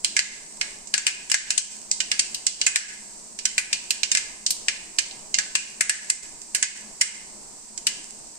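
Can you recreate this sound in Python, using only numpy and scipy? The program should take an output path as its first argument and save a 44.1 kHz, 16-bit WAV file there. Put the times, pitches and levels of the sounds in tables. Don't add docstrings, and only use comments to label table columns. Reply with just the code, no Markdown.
import sys
import numpy as np
from scipy import signal
from scipy.fft import rfft, irfft, next_fast_len
from scipy.io import wavfile
from scipy.ndimage import uniform_filter1d, minimum_filter1d, map_coordinates

SR = 44100
rng = np.random.default_rng(int(sys.argv[2]) if len(sys.argv) > 2 else 0)


def transcribe(u):
    v = np.clip(np.atleast_2d(u).T, -1, 1)
    q = np.round(v * 32767).astype(np.int16)
    wavfile.write(sys.argv[1], SR, q)


N = 369558
TIME = np.arange(N) / SR

# (time [s], relative strength [dB], body near 2 kHz [dB], snap near 4 kHz [dB],
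# edge over 10 kHz [dB], ring [Hz], left minus right [dB], time for the rattle to fall 60 dB [s]);
# body, snap and edge are set against the crack near 8 kHz
SEED_POPS = [(0.0458, -6.5, -4.5, 4, -9, 3200, 1.5, 0.033), (0.166, -3.5, 1, -1, -27, 2050.0, -3, 0.04),
             (0.191, -3, 0.5, 1, -21, 2000, 1, 0.04), (0.612, -9.5, 5.0, 2.5, -16, 2180, -2.5, 0.035),
             (0.8718, -27.5, -24.0, -9.0, -32.0, 2480.0, -7, 0.03),
             (0.9397, -4.0, 1.5, 3.5, -13, 1680, 4, 0.026), (0.9782, -9.5, -4.5, -7, -26, 2520, 4, 0.047),
             (1.0668, -3, 0, 0.5, -14.5, 2400, 4.5, 0.016), (1.2985, -16, -4, -8, -19, 3140.0, -4, 0.046),
             (1.3163, -2.5, -3.5, -2, -13, 2620, 5.5, 0.035), (1.3425, -2, 0, -2.5, -20, 1830, 2, 0.04),
             (1.505, -8, -3.5, -1.5, -17, 2900, -0.5, 0.024),
             (1.578, -1, -13.5, -6.5, -24, 3020, 7.5, 0.036),
             (1.9134, -7, -25.5, -2.5, -25, 1970, 1.5, 0.027),
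             (2.0034, -8.5, -3.5, -1.5, -28, 2910.0, -3.0, 0.046),
             (2.1154, -7.5, 2, 1, -17, 2640, -0.5, 0.034), (2.1932, -3.5, -8.5, -4, -22, 2630, 3, 0.049),
             (2.3451, -15, -11, 7.5, -2, 2900, 2, 0.026), (2.4661, -2.5, -13.5, -3, -22, 2950, -1.5, 0.053),
             (2.614, -8, -5, 7.5, -25, 3020, 1.5, 0.034), (2.6655, 0, -3, -9.0, -23, 2600, -1.5, 0.024),
             (2.7581, -0.5, 0.5, -1, -15, 1780, 3.5, 0.068), (3.389, -19, -9, 2, -24, 2500, -3, 0.019),
             (3.454, -5.5, -3.5, -2, -15, 3000, -0.5, 0.062),
             (3.5801, -2.5, 4.5, -3, -9, 2410.0, -0.5, 0.021), (3.7288, -7, -5, 2.5, -18, 2610.0, 4, 0.062),
             (3.9061, -7, -2.5, 1.5, -5, 2900, -6, 0.038), (4.0328, -7, -2.5, 3, -28, 2580, -3.0, 0.023),
             (4.116, -6, -9.5, -2.5, -21, 2520.0, 0, 0.032), (4.1498, -6, 0.5, -1, -18, 2170, 1, 0.029),
             (4.172, -8.5, -4, -4.0, -17, 2200, 1, 0.032), (4.4639, -8, -17.5, 0.5, -22, 3190.0, -1, 0.041),
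             (4.5057, -8.5, -16, 0.5, 4.5, 3240, 2.5, 0.033), (4.683, -5.5, 4.5, 4, -19, 2290, 2, 0.053),
             (4.9857, -4.5, -0.5, 3, -15, 2380, -3, 0.051), (5.11, -28.5, -6.0, 14, -33, 2930.0, -3, 0.034),
             (5.342, -7, -9.5, 1, -32, 2800.0, -3.5, 0.025),
             (5.3859, -6.5, -0.5, -0.5, -19, 1710.0, -1, 0.036),
             (5.5525, -3.5, -2, -4, -21.5, 2650, 5, 0.037),
             (5.8087, -1.5, -2.5, -10, -14.5, 2150, 4.5, 0.037),
             (5.895, -3, -0.5, -4.5, -13, 1810, 1.5, 0.035), (6.0998, -0.5, -9, -9.5, -15, 2040, -1, 0.028),
             (6.416, -28, -20, -13, -24, 2140.0, -3.0, 0.03), (6.548, -7, -4, -3.5, -6.5, 2090, -3, 0.022),
             (6.627, -2, -1.5, -3.5, -22, 2080.0, -2, 0.017),
             (7.0119, 0, -5, -7.5, -15.0, 2140.0, 1.0, 0.035), (7.7761, -19, -17, -9, -24, 3130, -2, 0.039),
             (7.868, -5, -1, 0, -8.5, 2930, 4, 0.041)]


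def amp(db):
    return 10 ** (np.asarray(db) / 20)


def unit(x):
    return x / np.sqrt(np.mean(x ** 2) + 1e-20)


def along(points, hz):
    f, v = np.transpose(points)
    return np.interp(np.log(hz + 1), np.log(f + 1), v)


def bump(hz, centre, width):
    return 1 / (1 + ((hz - centre) / width) ** 2)


def wobble(rate):
    knots = rng.standard_normal(int(N * rate / SR) + 4)
    return map_coordinates(knots, [TIME * rate])


def filtered(x, response):
    size = next_fast_len(N + SR // 2)
    spectrum = rfft(x, size) * response(np.fft.rfftfreq(size, 1 / SR))
    return irfft(spectrum, size)[..., :N]


def coloured(x, level_db, size=1024):
    cepstrum = irfft(np.log(amp(level_db(np.fft.rfftfreq(size, 1 / SR)))))
    cepstrum[1:size // 2] *= 2
    cepstrum[size // 2 + 1:] = 0
    impulse = irfft(np.exp(rfft(cepstrum)))
    return signal.fftconvolve(x, impulse[None], axes=1)[:, :x.shape[1]]


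def rush(spectrum):
    # (frequency [Hz], left-right likeness [0 to 1])
    likeness = [(30, 0.55), (130, 0.65), (300, 0.45), (700, 0.016), (9000, 0.015)]

    def response(hz):
        turn = np.arccos(np.clip(along(likeness, hz), -1, 1)) / 2
        return amp(along(spectrum, hz)) * [np.cos(turn), np.sin(turn)]

    mid, side = filtered(rng.standard_normal((2, N)), response)
    return unit(np.array([mid + side, mid - side]))


def stove(level_db, waver_db):
    # (frequency [Hz], relative level [dB])
    rush_colour = [(20, 2), (45, -7), (90, -14.5), (140, -8.5), (205, -3.5), (270, -7), (410, -3.5),
                   (510, -10), (620, -4.5), (800, -5.5), (930, -7), (1060, -8), (1500, -23.5), (3000, -84)]
    # (centre [Hz], half-width [Hz], level before wavering [dB])
    murmurs = [(212.5, 7.3, -66), (200, 37, -70.5), (243, 39, -70), (321.5, 12, -70.5), (950, 31, -68)]
    out = amp(level_db + 1.6 * wobble(9)) * rush(rush_colour)
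    for hz, width, db in murmurs:
        drone = filtered(rng.standard_normal(N), lambda f: bump(f, hz, width))
        out = out + amp(db + waver_db * wobble(3.296)) * unit(drone)
    return out


def oil(level_db, ticks_db, ticks_per_s, spread_db):
    # (frequency [Hz], relative level [dB])
    sizzle_colour = [(800, -43), (1300, -19), (1750, -16.5), (2600, -16.5), (3400, -20.5), (4600, -9.5),
                     (6000, -6), (7000, -4.5), (7850, 1.5), (9000, -5.5), (9900, -28.5), (11000, -27),
                     (14700, -30), (16000, -47)]
    flare_db, flare_s = -2, 0.21
    moisture = sum(amp(db) * (TIME > s) * np.exp(-np.abs(TIME - s) / flare_s) for s, db, *_ in SEED_POPS)
    boil = np.sqrt(1 + amp(flare_db) * moisture) * amp(.5 * wobble(6.7))
    starts = rng.random(N) < ticks_per_s / SR
    strength = amp(abs(spread_db) * rng.standard_normal(N))
    bubbles = starts * strength * rng.standard_normal((2, N))
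    ticks = unit(coloured(bubbles, lambda hz: along(sizzle_colour, hz)))
    return amp(level_db) * boil * (rush(sizzle_colour) + amp(ticks_db) * ticks)


def kitchen(t, build_s):
    # (frequency [Hz], time to fall 60 dB [s])
    room_fade = [(300, 0.12), (1650, 0.64), (2300, 0.66), (5000, 0.54), (8300, 0.47), (11000, 0.2)]
    hz, s, z = signal.stft(rng.standard_normal((2, len(t))), SR, nperseg=256)
    fading = z * amp(-60 * s / along(room_fade, hz)[:, None])
    tail = signal.istft(fading, SR, nperseg=256)[1][:, :len(t)]
    tail = tail * (1 - np.exp(-t / build_s))
    return tail / np.linalg.norm(tail)


def wok(hz, ring_hz, ripple_db, ripple_hz):
    # (centre [Hz], half-width [Hz], boost [dB])
    resonances = [(1524, 27, 9.5), (1673, 51, 10.5), (1765, 56, 0), (2093, 20, 7.5), (2452, 22, 6),
                  (2835, 18, 3.5), (2980, 80, 3.5), (4808, 79, 2.5), (5410, 46, 2), (6200, 33, 3),
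                  (7940, 280, 3.5)]
    bowl = sum(db * bump(hz, centre, width) for centre, width, db in resonances)
    favoured = 5.5 * bump(hz, ring_hz, 300)
    ripple = map_coordinates(rng.standard_normal(2000), [hz / ripple_hz], mode="wrap")
    return bowl + favoured + ripple_db * ripple


def seed_colour(hz, body_db, snap_db, edge_db, ring_hz):
    band_centres = [1150, 1750, 4300, 7700, 11500]
    # (frequency [Hz], level [dB])
    husk_colour = [(150, -7.5), (600, 1), (1150, 7), (1600, -4), (2700, -0.5), (3450, -5), (4300, 1),
                   (6200, 1), (7900, 2), (9200, 4), (10200, -9.5), (12500, -8.5), (15500, -23)]
    body_shift = (ring_hz / 2100) ** 0.15
    centres_hz = np.array(band_centres) * [1, body_shift, 1, 1, 1]
    thump_db = -22.5 + 0.78 * body_db
    bands_db = [thump_db, body_db, snap_db, 0, edge_db]
    return along(husk_colour, hz) + along(list(zip(centres_hz, bands_db)), hz)


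def burst(t, t60, spurt_db, spurt_s, rise_s, click_db, click_s, split_db, split_s, echo_db, echo_t60,
          lumpy_db, direct_s, lag_s, dull_hz, bright_s):
    age = np.maximum(t, 0)

    def fade(life):
        return np.exp(-np.log(1000) * age / life)

    split = amp(split_db) * np.exp(-(age / split_s) ** 2)
    split = split + amp(click_db) * np.exp(-age / click_s)
    echoes = amp(echo_db) * fade(echo_t60)
    envelope = np.sqrt(split ** 2 + fade(t60) ** 2 + echoes ** 2)
    spurt = amp(spurt_db) * np.exp(-np.abs(t) / spurt_s)
    envelope = envelope * (1 - np.exp(-age / rise_s)) + spurt
    knots = np.arange(t[0], t[-1], .001)
    lumps = amp(lumpy_db * np.interp(t, knots, rng.standard_normal(len(knots))))
    common = rng.standard_normal(len(t))
    share = np.exp(-age / direct_s)
    direct = np.array([np.roll(common, round(lag_s * SR)), common])
    grain = np.sqrt(share) * direct + np.sqrt(1 - share) * rng.standard_normal((2, len(t)))
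    lowpass = signal.butter(1, min(dull_hz, SR / 3), fs=SR, output="sos")
    dull = signal.sosfiltfilt(lowpass, grain)
    crack = envelope * lumps * (dull + (grain - dull) * np.exp(-age / bright_s))
    return crack / np.linalg.norm(crack)


def seeds(drive_db):
    lead = 384
    room_db = -11
    out = np.zeros((2, N + SR))
    t = np.arange(-lead, SR * 2 // 3) / SR
    for s, db, body_db, snap_db, edge_db, ring_hz, pan_db, t60 in SEED_POPS:
        near = burst(t, t60, spurt_db=-14, spurt_s=0.0013, rise_s=0.00089, click_db=-9.5, click_s=0.0005,
                     split_db=4.0, split_s=0.069 * t60, echo_db=-7, echo_t60=0.099, lumpy_db=2.0,
                     direct_s=0.00087, lag_s=.00041, dull_hz=9300, bright_s=0.03)
        near = near * amp(pan_db * np.array([[.5], [-.5]]))
        far = amp(room_db) * np.pad(kitchen(t[lead:], build_s=0.0058), ((0, 0), (lead, 0)))

        def colour(hz):
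            seed = seed_colour(hz, body_db, snap_db, edge_db, ring_hz)
            return seed + wok(hz, ring_hz, ripple_db=2.08, ripple_hz=89.95)

        pop = coloured(near + far, colour, size=4096)
        pop = amp(db + drive_db) * pop / np.linalg.norm(pop)
        out[:, round(s * SR) - lead:][:, :len(t)] += pop
    return out[:, :N]


def scene():
    murmur = stove(level_db=-53.5, waver_db=3.0)
    sizzle = oil(level_db=-44, ticks_db=-12.5, ticks_per_s=120, spread_db=6)
    pops = seeds(drive_db=21.5)
    return murmur + sizzle + pops


def limiter(x, ceiling_db, sense_s, hold_s, release_s):
    power = uniform_filter1d(np.mean(x ** 2, axis=0), max(2, round(sense_s * SR)))
    needed = np.minimum(0, np.log(amp(ceiling_db) / np.sqrt(np.abs(power) + 1e-12)))
    hold = 2 * round(hold_s * SR / 2) + 1
    held = minimum_filter1d(needed, hold, origin=hold // 2)
    cut = np.exp(np.maximum.accumulate(np.log(1e-9 - held) + TIME / release_s) - TIME / release_s)
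    return x * np.exp(-uniform_filter1d(cut, size=64))


def saturate(x, top, hardness):
    return x / (1 + np.abs(x / top) ** hardness) ** (1 / hardness)


def record(dry):
    # (frequency [Hz], left minus right [dB])
    port_balance = [(60, 3), (150, 5), (600, 4), (1300, 2.5), (2200, -0.5), (3300, -2), (4300, 1),
                    (6000, -3.5), (7600, -6.5), (8800, 2.5), (12000, 0)]
    heard = filtered(dry, lambda hz: amp(along(port_balance, hz) * np.array([[.5], [-.5]])))
    level = limiter(heard, ceiling_db=-10.5, sense_s=0.0025, hold_s=0.12, release_s=0.0053)
    rounded = saturate(level, top=0.95, hardness=3.1)
    return filtered(rounded, lambda hz: hz < 15700)


dry = scene()
out = record(dry)
transcribe(out)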